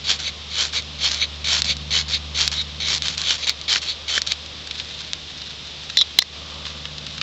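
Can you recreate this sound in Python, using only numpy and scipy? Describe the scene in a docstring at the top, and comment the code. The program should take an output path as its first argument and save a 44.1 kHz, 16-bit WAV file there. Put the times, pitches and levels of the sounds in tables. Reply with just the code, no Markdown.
"""A steel blade scrapes along a ferro rod about twice a second, as someone kneels at a log in a wood.
Each push tears off crackling sparks, made of random grains; the return is a lighter, ringing rasp.
Sharp impulses through resonances make the ticks, knocks on the log and snapping twigs.
Later the blade clinks twice, as fading sine waves, and dry leaves rustle under the shifting body.
Behind it are a far engine built from sine waves, a faint drone and a steady hiss of shaped noise."""
import sys
import numpy as np
from scipy import signal
from scipy.fft import rfft, irfft
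from scipy.io import wavfile
from scipy.ndimage import uniform_filter1d

SR = 44100
rng = np.random.default_rng(int(sys.argv[2]) if len(sys.argv) > 2 else 0)


def master(y):
    """Save y as 16-bit WAV."""
    cut = np.clip(np.atleast_2d(y).T, -1, 1)
    pcm = np.round(cut * 32767)  # scale
    wavfile.write(sys.argv[1], SR, pcm.astype(np.int16))


N = 318402
TIME = np.arange(N) / SR   # seconds
# Table levels are relative: each layer adds its own level on top.

# The edge is pushed down the rod:
# (time [s], time to the crest [s], time after it [s], crest level [dB],
#  swell from ends to crest [dB], relative ring of the rod [dB])
PUSHES = [(.04, .068, .057, -15.5, 16, -4.5), (.5, 0.11, 0.082, -16.5, 18, -4.5),
          (.985, 0.077, 0.058, -15, 19, -4.5), (1.441, 0.095, 0.066, -17, 7.5, -4.5),
          (1.905, 0.062, 0.051, -15, 9.5, -3.5), (2.345, 0.07, 0.066, -17.5, 10, -4.5),
          (2.8, .143, 0.03, -20.5, 4, -5.5), (3.02, 0.036, 0.094, -23, 9.5, -5.5),
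          (3.231, 0.08, 0.052, -15, 13.5, -4), (3.678, 0.05, 0.055, -16, 7, -4),
          (4.078, 0.095, 0.015, -20.5, 5, -1.5)]
# The edge digs in as the push goes on:
# (phase [-1 start, 0 crest, 1 end], relative bite of the edge [dB], change of the ring [dB])
PUSH_GRIP = [(-1.12, -17.5, -9.5), (-0.057, -9, 0), (0.63, -3, -4)]
# The blade is drawn back, dragging and then singing:
# (time [s], time to the crest [s], drag level [dB], singing level [dB],
#  half-width of the singing [s], relative bite at the start [dB])
RETURNS = [(.188, 0.082, -28.5, -22, 0.015, -7), (.725, 0.049, -27, -20.5, 0.015, -6),
           (1.108, .12, -24.5, -16, 0.013, -7), (1.641, 0.063, -24.5, -18.5, 0.015, -7),
           (2.08, 0.067, -27.5, -19, 0.015, -7), (2.515, 0.081, -26, -20.5, .015, -8.5),
           (3.172, .045, -28.5, -31.5, .02, 0), (3.379, 0.061, -32.5, -23, 0.011, -6),
           (3.468, 0.013, -24, -21, 0.021, -8), (3.815, 0.085, -28, -22, 0.017, -6.5),
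           (4.264, 0.053, -27, -20.5, 0.0081, -11.5)]
SWELL_POWER = 1   # roundness of the crest
PUSH_PITCH, RETURN_PITCH = 0.99, 1   # factor on the resonances
# the drag eases as the hand comes up
DRAG_RING_DB, DRAG_FADE_DB_PER_S, BITE_FADE_DB_PER_S = -7.5, 50.5, 45
RUN_OUT_S = 0.024   # the blade stays on the rod this long after the crest


def pushes(t):
    """Each push swells to a crest, and the edge digs in along the way."""
    for start_s, rise_s, fall_s, crest_db, swell_db, ring_db in PUSHES:
        phase = np.interp(t, [0, rise_s, rise_s + fall_s], [-1, 0, 1])
        swell = from_db(crest_db - swell_db * np.abs(phase) ** SWELL_POWER)
        gain = swell * touching(t, rise_s + fall_s)
        bite_db, ring_change_db = in_time(PUSH_GRIP, phase)
        yield start_s, gain, bite_db, ring_db + ring_change_db, PUSH_PITCH


def returns(t):
    """Each return drags with a fading bite, then sings as it slides lightly."""
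    for start_s, rise_s, drag_db, sing_db, half_s, bite_start_db in RETURNS:
        drag = from_db(drag_db - DRAG_FADE_DB_PER_S * t) * touching(t, rise_s + RUN_OUT_S)
        singing = from_db(sing_db) * hump(t - rise_s, half_s)
        both = np.hypot(drag, singing) + 1e-9
        drag_share_db = 20 * np.log10(drag / both + 1e-9)
        gain = both * touching(t, rise_s + 2 * half_s)
        bite_db = bite_start_db + drag_share_db - BITE_FADE_DB_PER_S * t
        yield start_s, gain, bite_db, DRAG_RING_DB + drag_share_db, RETURN_PITCH


# Resonances of the sliding blade: (frequency [Hz], width [Hz], level [dB])
SLIDE_MODES = [(517, 140, -22), (1300, 200, -23.5), (2230, 245, -7.5), (3425, 254, -2.5), (3846, 162, 3.5),
               (4404, 253, -1), (5900, 230, -23.5), (6170, 230, -11), (7080, 210, -34.5)]
# Resonances of blade and rod while the edge cuts: (frequency [Hz], width [Hz], level [dB])
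CUT_MODES = [(527, 1250, -16), (1610, 530, -3), (2385, 590, -4), (3324, 640, 3), (4400, 570, 3),
             (5540, 350, 0), (6290, 410, -5), (7160, 460, -5)]
# the pressure of the hand wavers
UNEVEN_PER_S, UNEVEN_LEVEL_DB, UNEVEN_BITE_DB = 71.3, 0.93, 1.75


def scrapes(cut_db, rod_db, judder_rate, judder_db, wander, level_db):
    """Sliding lightly, the blade sings; where it bites, it tears off crackling grains and the rod rings."""
    out, t = np.zeros(N), np.arange(12288) / SR
    for start_s, gain, bite_db, ring_db, pitch in [*pushes(t), *returns(t)]:
        pressure = drift(UNEVEN_PER_S, size=len(t))
        gain = gain * from_db(UNEVEN_LEVEL_DB * pressure)
        bite_db = bite_db + UNEVEN_BITE_DB * pressure
        slips = drift(judder_rate, size=len(t))
        friction = grains(per_s=14000, spread_db=1.0, size=len(t)) * from_db(0.2 * judder_db * slips)
        tearing = grains(per_s=7000, spread_db=3.0, size=len(t)) * from_db(judder_db * slips)

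        # the grip differs from stroke to stroke and moves the resonances a little
        shift = pitch + wander * rng.normal()
        blade = evened(body(friction, regripped(SLIDE_MODES, spread_db=1.5), shift))
        rod_mode = [(3080, 143, 0)]   # frequency [Hz], width [Hz], level [dB]
        rod = evened(body(body(tearing, rod_mode, shift), rod_mode, shift))

        # the shavings ignite and add a broad fizz
        fizz = signal.sosfilt(signal.butter(1, 300, "high", fs=SR, output="sos"), tearing)
        cut_ring = body(tearing, regripped(CUT_MODES, spread_db=1.03), shift)
        cut = evened(cut_ring + from_db(-19.5) * fizz)

        # the three share the power of the stroke
        cut_share = np.clip(from_db(bite_db + cut_db) ** 2, 0, .9)
        rod_share = np.clip(from_db(ring_db + rod_db) ** 2 - 0.33 * cut_share, 0, .6)
        blade_share = np.clip(1 - cut_share - rod_share, .03, 1)
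        mix = np.sqrt(cut_share) * cut + np.sqrt(rod_share) * rod + np.sqrt(blade_share) * blade
        add(out, start_s, evened(mix) * gain * from_db(level_db))
    return out


# Loudest pops of sparks and ticks of the edge on the rod: (time [s], peak level [dB])
TICKS = [(.2014, -14), (.6522, -10), (.823, -18), (1.1163, -6.5), (1.145, -8), (1.62, 0), (1.645, -17),
         (1.768, -13.5), (2.41, -3), (2.4776, 1), (2.516, -12), (2.88, -13), (2.903, -8), (2.9487, -5),
         (2.9803, -11), (3.0217, -5), (3.0829, -6), (3.1793, -6.5), (3.2166, -8), (3.4948, 0.5),
         (3.614, -14.5), (3.7287, -3.5), (4.2184, -3.5), (4.2735, -5.5), (4.3203, -0.5), (5.1332, -4.5)]
# Resonances of the ticks: (frequency [Hz], width [Hz], level [dB])
TICK_MODES = [(1710, 1500, -14.5), (3960, 550, 2.5), (4760, 1050, -1.5), (6180, 2160, -8.5)]


def ticks(wander, level_db):
    """Sparks pop and the edge ticks: sharp impulses through broad, quickly fading resonances."""
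    return snaps(scattered(TICKS, wander), TICK_MODES, crumble_s=0.0035, crumble_db=-28, level_db=level_db)


# The blade runs off the rod and knocks on the log: (time [s], peak level [dB], pitch [factor])
KNOCKS = [(3.7585, -8.5, 1.03), (4.1775, -5.5, 0.984)]
# Resonances of the log: (frequency [Hz], width [Hz], level [dB])
LOG_MODES = [(486, 250, -12.5), (1290, 290, -6.5), (1680, 230, 4.5), (2460, 350, -8), (3250, 360, -0.5)]


def knocks(level_db):
    """A blow with a strong, brief crumble sets the log's resonances going."""
    return snaps(KNOCKS, LOG_MODES, crumble_s=0.0021, crumble_db=-4.0, level_db=level_db)


# The blade clinks and rebounds:
# (time [s], level [dB], firmness [0-1], pitch [factor], jolt of the handle [dB])
CLINKS = [(5.971, 8, 0.9, 1.015, -13), (5.9757, -4.5, .05, 1, -35), (5.9875, -0.5, .15, 1, -23),
          (6.004, -8, .25, 0.91, -21), (6.0112, 1.5, 0.43, .98, -25), (6.0138, 3, 0.62, .97, -9),
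          (6.1876, 8, 1, 1, 1.5), (6.1896, 4.5, .9, 0.89, -3.5), (6.2013, -9, 0, 1.03, -30),
          (6.2181, -6.5, .6, 1.07, -14), (6.2221, -3, 1, 1.03, -7)]
# The blade ringing freely: (frequency [Hz], level [dB])
BLADE_MODES = [(3370, -7), (3560, -0.5), (3860, -2), (3990, 3.5), (4140, -4.5), (4450, -19), (5250, -11.5),
               (5680, -12), (7300, -27.5)]
# a firm touch cracks more and rings less: (loose, firm); T60 is the time to fade by 60 dB, before damping
CLINK_T60_S, CLINK_CRACK_DB = (.11, 0.018), (-24, -7)


def clinks(held_s, level_db):
    """Each touch cracks and sets the blade ringing until the hand damps it; the grip bends the pitch."""
    out, t = np.zeros(N), np.arange(4096) / SR
    hz, mode_db = np.transpose(BLADE_MODES)[:, :, None]
    for start_s, db, firmness, pitch, _ in CLINKS:
        t60 = np.exp(np.interp(firmness, [0, 1], np.log(CLINK_T60_S)))
        crack_db = np.interp(firmness, [0, 1], CLINK_CRACK_DB)
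        strength = from_db(mode_db + rng.normal(0, 0.64, hz.shape))
        waves = np.sin(2 * np.pi * (pitch * hz * t + rng.random(hz.shape)))
        ring = (strength * waves).sum(0) / np.sqrt(np.sum(strength ** 2)) / 2
        onset = 1 - np.exp(-(t / .0004) ** 2)
        hand_damping = 1 / (1 + (t / held_s) ** 8)
        ring = ring * from_db(-60 * t / t60) * onset * hand_damping
        crack = body(rng.standard_normal(len(t)) * np.exp(-t / 0.0023), TICK_MODES)
        crack = from_db(crack_db) * crack / np.abs(crack).max()
        add(out, start_s, from_db(db + level_db) * (ring + crack))
    return out


# A blunt blow through handle and hand: (frequency [Hz], width [Hz], level [dB])
HANDLE_MODES = [(505, 241, -9), (1150, 266, -2.5), (1700, 130, -0.5), (2090, 150, 7.5), (2920, 473, -4),
                (5260, 850, 3), (7170, 400, -10)]


def jolts(wander, level_db):
    """Each clink also jolts the handle, whose resonances give a blunt blow."""
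    events = scattered([(s, jolt_db) for s, *_, jolt_db in CLINKS], wander)
    return snaps(events, HANDLE_MODES, crumble_s=0.0026, crumble_db=-16, level_db=level_db)


# Dry leaves and twigs snapping: (time [s], peak level [dB], pitch [factor])
TWIGS = [(4.4608, -20, 1.17), (4.6723, -18.5, 1.18), (4.7098, -11, 1.02), (4.7552, -18.5, 1.03),
         (4.7987, -11, 1), (5.8988, -15.5, 1.04), (6.6534, -13.5, 0.91), (6.6662, -14.5, 0.92),
         (6.8541, -12.5, 0.89), (6.982, -14, 1.12), (7.066, -13.5, 1.03), (7.1804, -15, 1.05),
         (7.2135, -7, 0.95)]
# Resonances of leaves and twigs: (frequency [Hz], width [Hz], level [dB])
TWIG_MODES = [(1400, 570, -11.5), (2420, 800, -8.5), (3356, 450, 0), (3795, 554, 2), (4350, 1740, -6),
              (6500, 2900, -21)]


def twigs(level_db):
    """A twig breaks with one sharp impulse and a short crumble, coloured by its resonances."""
    return snaps(TWIGS, TWIG_MODES, crumble_s=0.0038, crumble_db=-15.0, level_db=level_db)


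# The body shifts, leaves and clothing rustle: (time of the crest [s], half-width [s], level [dB])
RUSTLES = [(4.789, 0.035, -38.5), (4.95, 0.063, -35.5), (5.44, 0.056, -41), (5.88, 0.11, -42.5),
           (6.68, 0.055, -42), (7.14, 0.023, -34.5)]
RUSTLE_REST_DB = -46.5   # between the moves, before the layer's level


def rustle(level_db):
    """Dry leaves crackle in small clumps, swelling with each move."""
    swells = sum(from_db(db) * hump(TIME - s, half_s) for s, half_s, db in RUSTLES)
    moves = from_db(RUSTLE_REST_DB) + swells
    crackle = grains(1500, 3.8, size=N) * from_db(3.0 * drift(70, size=N))
    return from_db(level_db) * moves * rms_one(body(crackle, TWIG_MODES, shift=1.073))


# Level of the engine: (time [s], fundamental level [dB], overtone level [dB])
ENGINE = [(0.0, -46, -48), (0.04, -42.5, -47.5), (0.36, -43.5, -54), (0.9, -41, -46), (1.22, -39, -50),
          (1.67, -36, -40.5), (2.37, -35.5, -44.5), (3.14, -41.5, -44.5), (3.42, -46, -55.5),
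          (4.02, -45.5, -60), (4.32, -44, -54), (5.45, -50.5, -52), (6.27, -46.5, -54.5),
          (6.67, -42.5, -46.5), (7.22, -46.5, -44.5)]
# Overtones of the four-cylinder cycle: (multiple of the cycle rate, level [dB])
ENGINE_ORDERS = [(5, -13), (7, -15), (8, 0), (9, -10), (11, -10), (12, -11), (13, -13), (15, -16)]
FIRING_HZ, FIRING_WANDER_HZ = 74.27, .3


def engine(waver_db, level_db):
    """Four firings a cycle give the hum; uneven cylinders add weak orders between its overtones."""
    low_db, over_db = in_time(ENGINE)
    firing_hz = FIRING_HZ + FIRING_WANDER_HZ * drift(2, size=N)
    cycle = 2 * np.pi * np.cumsum(firing_hz) / SR / 4   # angle of the cycle, in radians
    out = from_db(low_db) * np.sin(4 * cycle)
    for order, db in ENGINE_ORDERS:
        gain = from_db(over_db + db + waver_db * drift(6, size=N))
        out += gain * np.sin(order * cycle + 2 * np.pi * rng.random())
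    return np.sqrt(2) * from_db(level_db) * out


# Level of the distant drone: (time [s], level [dB])
DRONE = [(0, -58), (1.2, -55.5), (4.4, -56), (5, -61), (6.1, -68.5), (6.5, -49), (7.22, -59)]
# Resonances of the drone: (frequency [Hz], width [Hz], level [dB])
DRONE_MODES = [(498, 190, -1), (1186, 330, -0.5)]


def drone(level_db):
    """Noise through the same resonances twice gives a faint distant drone."""
    curve_db, = in_time(DRONE)
    tone = rms_one(body(body(rng.standard_normal(N), DRONE_MODES), DRONE_MODES))
    return from_db(curve_db + level_db) * tone


# Steady air and hiss: (frequency [Hz], relative level per Hz [dB])
AIR = [(25, -13.5), (50, -7.5), (90, -2.5), (200, -5.5), (330, -9), (520, -8), (900, -12), (1400, -13),
       (2000, -11), (2900, -4), (3650, 1), (4400, -6), (5300, -9), (7600, -23.5)]


def hiss(level_db):
    """Steady noise, its spectrum drawn point by point for a smooth hiss."""
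    hz, db = np.transpose(AIR)
    bin_hz = np.arange(N // 2 + 1) * SR / N
    shape_db = np.interp(np.log(bin_hz + 1), np.log(hz), db)
    noise = irfft(rfft(rng.standard_normal(N)) * from_db(shape_db), N)
    return from_db(level_db) * rms_one(noise)


def snaps(events, modes, crumble_s, crumble_db, level_db):
    """Short contacts on a damped body, each with its own pitch and peak level."""
    out = np.zeros(N)
    for start_s, db, pitch in events:
        snap = body(contact(crumble_s, crumble_db), modes, pitch)
        add(out, start_s, snap * from_db(db + level_db) / np.abs(in_band(snap)).max())
    return out


def contact(crumble_s, crumble_db, size=2048):
    """One sharp impulse and a short crumbling after it."""
    force = from_db(crumble_db) * rng.standard_normal(size) * np.exp(-np.arange(size) / SR / crumble_s)
    force[0] = 1
    return force


def scattered(events, wander):
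    """Give each (time, level) contact a chance pitch factor."""
    return [(s, db, 1 + wander * np.clip(rng.normal(), -2, 2)) for s, db in events]


def grains(per_s, spread_db, size):
    """Tiny fractures at random moments, mostly small and a few large; unit power."""
    chance, big, sign = rng.random(size), rng.exponential(1, size), rng.choice([-1, 1], size)
    heights = from_db(spread_db * np.minimum(big, 4)) * sign
    return rms_one((chance < per_s / SR) * heights)


def body(x, modes, shift=1):
    """Parallel resonances of alternating sign, all moved by the factor shift."""
    out = 0
    for k, (hz, width, db) in enumerate(modes):
        r = np.exp(-np.pi * width / SR)   # a wider resonance fades sooner
        w = 2 * np.pi * hz * shift / SR
        gain = (-1) ** k * from_db(db) * (1 - r * r) / 2
        out = out + gain * signal.lfilter([1, 0, -1], [1, -2 * r * np.cos(w), r * r], x)
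    return out


def regripped(modes, spread_db):
    """A new point of contact favours some resonances over others."""
    return [(hz, width, db + spread_db * rng.normal()) for hz, width, db in modes]


def touching(t, length_s):
    """The edge lands on the rod at t = 0 and leaves it after length_s."""
    touch_s, lift_s = 0.0027, .007
    return np.clip(t / touch_s, 0, 1) * np.exp(-np.maximum(t - length_s, 0) / lift_s)


def hump(t, half_s):
    """A smooth swell of height 1 around t = 0."""
    return 1 / np.cosh(np.clip(t / half_s, -30, 30))


def drift(rate, size):
    """Smooth chance with spread about 1, heading for a new value rate times a second."""
    at = np.arange(size) * rate / SR + rng.random()
    return np.interp(at, np.arange(size // 8), rng.standard_normal(size // 8)) * np.sqrt(3 / 2)


def evened(x):
    """Near unit power over every 15 ms; faster crackle stays."""
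    x = in_band(x)
    return x / np.sqrt(np.abs(uniform_filter1d(x ** 2, size=660)) + 1e-9)


def from_db(db):
    """Decibels to gain."""
    return 10 ** (np.asarray(db) / 20)


def rms_one(x):
    """Scale to unit power."""
    return x / np.sqrt(np.mean(x ** 2) + 1e-20)


def in_time(rows, t=TIME):
    """Each column of a curve table, read at the points t of its first column."""
    s, *columns = np.transpose(rows)
    return [np.interp(t, s, c) for c in columns]


def add(out, s, sound):
    """Mix a sound in at time s."""
    i = max(int(round(s * SR)), 0)
    out[i:i + len(sound)] += sound[:max(N - i, 0)]


def in_band(x):
    """The steep top edge of the microphone channel, at 7720 Hz."""
    return signal.sosfilt(signal.ellip(8, .5, 70, 7720, fs=SR, output="sos"), x)


def scene():
    """Everything is dry and heard by one microphone, the same on both channels."""
    rasp = scrapes(cut_db=7.5, rod_db=1.5, judder_rate=330, judder_db=2.5, wander=0.009, level_db=0.0)
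    taps = ticks(wander=0.044, level_db=0.5) + knocks(level_db=1.5)
    steel = clinks(held_s=0.02, level_db=0.8) + jolts(wander=0.021, level_db=-2.1)
    leaves = twigs(level_db=-1.5) + rustle(level_db=0.0)
    around = engine(waver_db=1.0, level_db=0.6) + drone(level_db=5.0) + hiss(level_db=-36.0)
    return np.tile(rasp + taps + steel + leaves + around, (2, 1))


def limiter(x, threshold_db, release_db_per_s):
    """The gain ducks after loud hits and creeps back."""
    keep = np.exp(-1 / (0.0042 * SR))   # 4.2 ms smoothing
    power = signal.lfilter([1 - keep], [1, -keep], x[0] ** 2)
    over_db = np.maximum(10 * np.log10(power + 1e-12) - threshold_db, 0)
    release_db = release_db_per_s * TIME
    held_db = np.maximum.accumulate(over_db + release_db) - release_db
    return x * from_db(-signal.lfilter([1 - keep], [1, -keep], held_db))


def record(dry):
    """A narrow-band channel with a limiter; peaks beyond full scale are cut flat, then smoothed at 16 kHz."""
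    limited = limiter(dry, threshold_db=-9.5, release_db_per_s=45)
    loud = np.clip(in_band(limited), -1, 1)
    return signal.sosfilt(signal.ellip(8, .1, 70, 16000, fs=SR, output="sos"), loud)


dry = scene()
out = record(dry)
master(out)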